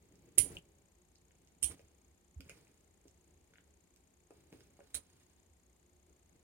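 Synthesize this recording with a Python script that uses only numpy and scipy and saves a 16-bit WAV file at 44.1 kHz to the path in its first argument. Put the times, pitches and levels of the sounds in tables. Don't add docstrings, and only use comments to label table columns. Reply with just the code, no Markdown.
import sys
import numpy as np
from scipy import signal
from scipy.fft import rfft, irfft
from scipy.io import wavfile
from scipy.ndimage import uniform_filter1d

SR = 44100
rng = np.random.default_rng(int(sys.argv[2]) if len(sys.argv) > 2 else 0)


def wav_record(signal):
    frames = np.transpose(np.atleast_2d(signal))
    bounded = np.clip(frames, -1, 1)
    quanta = np.round(bounded * 32767).astype(np.int16)
    wavfile.write(sys.argv[1], SR, quanta)


N = 283545
TIME_S = np.arange(N) / SR
AGE_S = np.arange(16384) / SR
BIN_HZ = np.maximum(np.arange(4097) * SR / 8192, 1)

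# start in seconds, length in seconds, cloth level in dB, hiss level in dB.
HAND_MOVES = [(0, 0.62, -71.5, -87.5), (1.33, 0.12, -79, -91.5), (1.689, 0.051, -70, -78.5),
              (2.439, 0.1, -69.5, -75), (3.027, 0.63, -80, -92), (4.321, 0.16, -74, -83),
              (4.51, 0.044, -67.5, -79.5), (4.811, 0.38, -80.5, -80), (6.05, 0.35, -83, -93)]


def amp(db):
    return 10 ** (np.asarray(db) / 20)


def unit_energy(x):
    return x * np.sqrt(SR / 100 / np.sum(x ** 2))


def add(track, start_s, sound):
    i = max(int(start_s * SR), 0)
    track[i:i + len(sound)] += sound[:N - i]


def curve_db(points):
    hz, db = np.transpose(points)
    return np.interp(np.log(BIN_HZ), np.log(hz), db)


def hump_db(hz, width_oct):
    return -40 * np.log10(1 + (np.log2(BIN_HZ / hz) / width_oct) ** 2 / 2)


def convolve(x, impulse):
    return signal.fftconvolve(x, impulse)[:len(x)]


def colour(x, spectrum_db):
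    cepstrum = irfft(np.log(amp(spectrum_db)))
    half = len(cepstrum) // 2
    cepstrum[1:half] *= 2
    cepstrum[half + 1:] = 0
    return convolve(x, irfft(np.exp(rfft(cepstrum))))


def noise(spectrum_db, grain=1):
    x = colour(grain * rng.standard_normal(N), spectrum_db)
    return x / x.std()


def impact(spectrum_db, decay_s, friction):
    force = friction * unit_energy(rng.standard_normal(len(AGE_S)) * np.exp(-AGE_S / decay_s))
    force[0] += np.sqrt(SR) / 10
    return unit_energy(colour(force, spectrum_db))


def mode(hz, t60_s):
    return np.sin(2 * np.pi * hz * AGE_S) * amp(-60 * AGE_S / t60_s)


def port_pair(left, right, blend_hz=300):
    lowpass = signal.butter(1, blend_hz, fs=SR)
    return np.array([left, right + signal.lfilter(*lowpass, left - right)])


def bedroom(x, tail_db, echo_db, t60_s=.185, build_s=.001, late_db=-41, late_t60_s=.63, left_lag_s=9e-5):
    # delay in seconds, level in dB, left-port delay offset in seconds.
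    reflections = [(.0022, -14, 0.0043), (.0069, -8.5, -0.0043), (.0081, -15.5, -0.04),
                   (0.0159, -13.5, -.0002), (.0190, -17, .0004)]
    fade = amp(-60 * AGE_S / t60_s) + amp(late_db - 60 * AGE_S / late_t60_s)
    build = 1 - np.exp(-AGE_S / build_s)
    ports = []
    for is_left in (1, 0):
        impulse = rng.standard_normal(len(AGE_S)) * fade * build
        impulse *= amp(tail_db) / np.sqrt(np.sum(impulse ** 2))
        impulse[int(is_left * left_lag_s * SR)] += 1
        for delay_s, db, offset_s in reflections:
            impulse[int(abs(delay_s + is_left * offset_s) * SR)] += amp(db + echo_db)
        ports.append(convolve(x, impulse))
    return port_pair(*ports)


def noise_floor(db=-70.5):
    # frequency in Hz, level in dB.
    floor_points = [(20, -15.5), (40, -5.5), (60, 7.5), (86, 6.5), (120, -19), (170, -3), (290, -7.5),
                    (365, -7.5), (520, -11.5), (800, -13), (1300, -21), (4000, -24), (12000, -25.5),
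                    (15500, -36.5)]
    spectrum_db = curve_db(floor_points)
    return amp(db) * port_pair(noise(spectrum_db), noise(spectrum_db))


def hum(hz=356, db=-84, width_oct=.02505):
    return amp(db) * noise(np.maximum(hump_db(hz, width_oct), -70))


def whine(pulse_hz=30.135, db=-69.5, width_cycles=.11, jitter_cycles=.06, steady=.15):
    # frequency in Hz, level in dB.
    whine_points = [(1000, -30.5), (2200, -6.5), (3500, -26), (5600, -29), (6600, 2), (7300, -4.5),
                    (7900, -8.5), (8500, -3), (9500, -20), (15000, -33)]
    cycles = TIME_S * pulse_hz
    jitter = jitter_cycles * rng.standard_normal(int(cycles[-1]) + 2)
    cycles += np.interp(cycles, np.arange(len(jitter)), jitter)
    phase = (cycles + .75) % 1 - .5
    pulses = np.exp(-(phase / width_cycles) ** 4)
    return amp(db) * noise(curve_db(whine_points)) * (pulses + steady)


def hand_move(start_s, length_s, attack_s=.014, release_s=.2):
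    swell = np.clip((TIME_S - start_s) / attack_s, 0, 1)
    return swell * np.exp(-np.maximum(TIME_S - start_s - length_s, 0) / release_s)


def treble_hiss(grain_db=4, grain_s=.0077):
    # frequency in Hz, level in dB.
    hiss_points = [(300, -12.5), (1000, 4.5), (2200, 4), (4000, 2), (6000, -6.5), (9000, -18),
                   (15000, -11.5)]
    grain = amp(grain_db * np.interp(TIME_S / grain_s, np.arange(N), rng.standard_normal(N)))
    envelope = sum(amp(db) * hand_move(start_s, length_s) for start_s, length_s, _, db in HAND_MOVES)
    return noise(curve_db(hiss_points), grain) * envelope


def cloth(held_db=-83.5, grain_db=4, grain_samples=256):
    # frequency in Hz, level in dB.
    cloth_points = [(40, -10.5), (80, 2), (150, 10.5), (240, 5.5), (370, 8), (700, -9.5), (1300, -17),
                    (2400, -14), (4500, -24.5), (9500, -54), (15000, -25)]
    steps_db = grain_db * rng.standard_normal(N // grain_samples + 1)
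    grain = amp(np.repeat(steps_db, grain_samples)[:N])
    power = sum((amp(db) * hand_move(start_s, length_s)) ** 2 for start_s, length_s, db, _ in HAND_MOVES)
    return noise(curve_db(cloth_points), grain) * np.sqrt(amp(held_db) ** 2 + power)


def bag_bumps(ref_decay_s=.018, ref_hz=100, decay_exponent=.55):
    # start in seconds, level in dB, centre in Hz, width in octaves.
    bumps = [(.379, -58, 278, 0.91), (.390, -59.5, 79, 0.6), (1.635, -61, 76, 0.39), (1.694, -71, 75, 0.53),
             (1.795, -64.5, 490, 0.52), (1.826, -65, 80, 0.62), (2.36, -47, 75, 0.31),
             (2.397, -55.5, 214, 0.47), (2.496, -68, 514, 0.54), (3.055, -62.5, 303.4, 0.76),
             (4.307, -57.5, 414, 0.87), (4.527, -55.5, 322, 0.64), (4.792, -60, 427, 0.74),
             (4.806, -61, 416, 0.49), (4.979, -76, 101, 0.6)]
    out = np.zeros(N)
    for start_s, db, hz, width_oct in bumps:
        decay_s = ref_decay_s * (ref_hz / hz) ** decay_exponent
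        add(out, start_s, amp(db) * impact(hump_db(hz, width_oct), decay_s, friction=.59))
    return out


def ring_ticks(decay_s=.00085):
    # start in seconds, level in dB, centre in Hz, width in octaves.
    touches = [(.156, -79, 5630, 0.56), (0.5687, -59, 2970, 0.23), (1.157, -72, 4530, 0.42),
               (1.3091, -73.5, 2205, 0.87), (1.474, -75.5, 4420, 1.1), (1.7942, -68.5, 2017, 1.6),
               (2.4066, -57.5, 2730, 1.92), (2.496, -54, 2370, 1.62), (2.6704, -74, 2370, 0.25),
               (3.082, -71.5, 5270, 0.88), (3.5368, -67, 1555, 0.85), (3.5569, -66, 1620, .7),
               (3.5839, -64.5, 1560, 1), (3.962, -73.5, 7800, 1.7), (4.3082, -71.5, 1507, 1.46),
               (4.5272, -64.5, 2176, 1.3), (4.6068, -68, 3500, 1.3), (4.8051, -68, 1620, 0.69),
               (4.9416, -70.5, 1900, 0.44), (4.9478, -69, 1554, 1.2), (4.9631, -72.5, 1500, 1.2)]
    # frequency in Hz, level in dB.
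    fitting_points = [(200, 3), (540, 10.5), (1000, -16), (1450, 6), (1800, 0), (2400, 4), (3100, 0.5),
                      (4200, -6), (5600, -3), (6800, -5), (9000, -27.5), (11500, -14), (15000, -9)]
    out = np.zeros(N)
    for start_s, db, hz, width_oct in touches:
        spectrum_db = curve_db(fitting_points) + hump_db(hz, width_oct)
        add(out, start_s, amp(db) * impact(spectrum_db, decay_s, friction=.7))
    return out


def gate_contact(db, pitch, spring_hz, spring_db, scrape_db, scrape_decay_s=.0012, spring_t60_s=.008):
    # frequency in Hz, level in dB, T60 in seconds.
    body_modes = [(5220, -23.5, .01), (6330, -9.5, 0.0033), (7100, -6, 0.009), (8590, -0.5, 0.015),
                  (8780, 0.5, .018), (9690, 9, 0.019), (9430, -5, 0.053), (10250, 1.5, .02),
                  (10886, -9, 0.014), (15300, -10.5, .01)]
    # frequency in Hz, level in dB.
    scrape_points = [(100, -16), (350, -10), (700, -15), (1200, -13), (2200, 1.5), (3300, 4), (4400, 1),
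                     (6200, 4.5), (9000, -0.5), (13000, -2.5), (15500, -5)]
    body = unit_energy(sum((-1) ** k * amp(mode_db) * mode(hz * pitch, t60_s)
                           for k, (hz, mode_db, t60_s) in enumerate(body_modes)))
    spring_onset = 1 - np.exp(-AGE_S * spring_hz)
    spring = amp(spring_db) * unit_energy(mode(spring_hz, spring_t60_s) * spring_onset)
    scrape = amp(scrape_db) * impact(curve_db(scrape_points), scrape_decay_s, friction=3)
    return amp(db) * (body + spring + scrape)


def clasps(slide_lead_s=.0058, slide_db=-19.5, lip_lead_s=.000999, lip_db=-8.5, grip_detune=.05):
    # seating time in seconds, body level in dB, pitch ratio, spring frequency in Hz,
    # spring and scrape levels in dB re body, rebound gap in seconds, first rebound in dB re seating.
    snaps = [(.3829, -53, 1.015, 2120, -7, 5, 0.0062, -8), (1.6286, -64.5, .945, 3000, 1, 4, .0069, 0),
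             (2.4958, -81.5, 1, 2370, 27, 8, 0.0078, -24), (4.9447, -71.5, .975, 3990, 8, 7.5, .0056, -2)]
    out = np.zeros(N)
    for seat_s, db, pitch, spring_hz, spring_db, scrape_db, gap_s, rebound_db in snaps:
        slide = gate_contact(db + slide_db, pitch, spring_hz, spring_db + 9.5, scrape_db - .5,
                             scrape_decay_s=.0058)
        add(out, seat_s - slide_lead_s, slide)
        seat_and_rebounds = [(k * gap_s, k ** 2 * rebound_db) for k in range(3)]
        for offset_s, offset_db in [(-lip_lead_s, lip_db)] + seat_and_rebounds:
            grip = 1 + grip_detune * rng.uniform(-1, 1)
            click = gate_contact(db + offset_db, pitch * grip, spring_hz * grip, spring_db, scrape_db)
            add(out, seat_s + offset_s, click)
    return out


def scene():
    # frequency in Hz, gain in dB.
    right_port = [(100, 1), (3700, 0), (4600, 5.5), (6400, 9), (7800, 14), (8600, 24), (9500, 22.5),
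                  (10300, 20), (11300, 13), (12800, 8), (15500, 4.5)]
    bag = bedroom(cloth() + bag_bumps(), tail_db=0, echo_db=-24)
    hiss_and_ticks = bedroom(treble_hiss() + ring_ticks(), tail_db=-3.5, echo_db=-9.5)
    gates = bedroom(clasps(), tail_db=-2.5, echo_db=-1)
    left, right = bag + hiss_and_ticks + gates
    right = colour(right, curve_db(right_port))
    return noise_floor() + hum() + np.array([left + whine(), right])


def record(dry, open_db=13, threshold_db=-53, knee_db=4, fall_db_per_s=106, detect_hz=4000, top_hz=15900):
    treble = signal.lfilter(*signal.butter(2, detect_hz, "high", fs=SR), dry)
    power = uniform_filter1d(np.mean(treble ** 2, axis=0), size=400)
    level_db = 10 * np.log10(np.abs(power) + 1e-14)
    fall_db = fall_db_per_s * TIME_S
    held_db = np.maximum.accumulate(level_db + fall_db) - fall_db
    opening = np.clip((held_db - threshold_db) / knee_db, 0, 1)
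    gain = amp(open_db * opening)
    lowpass = signal.ellip(8, .2, 70, top_hz, fs=SR, output="sos")
    return signal.sosfilt(lowpass, dry * gain)


dry = scene()
out = record(dry)
wav_record(out)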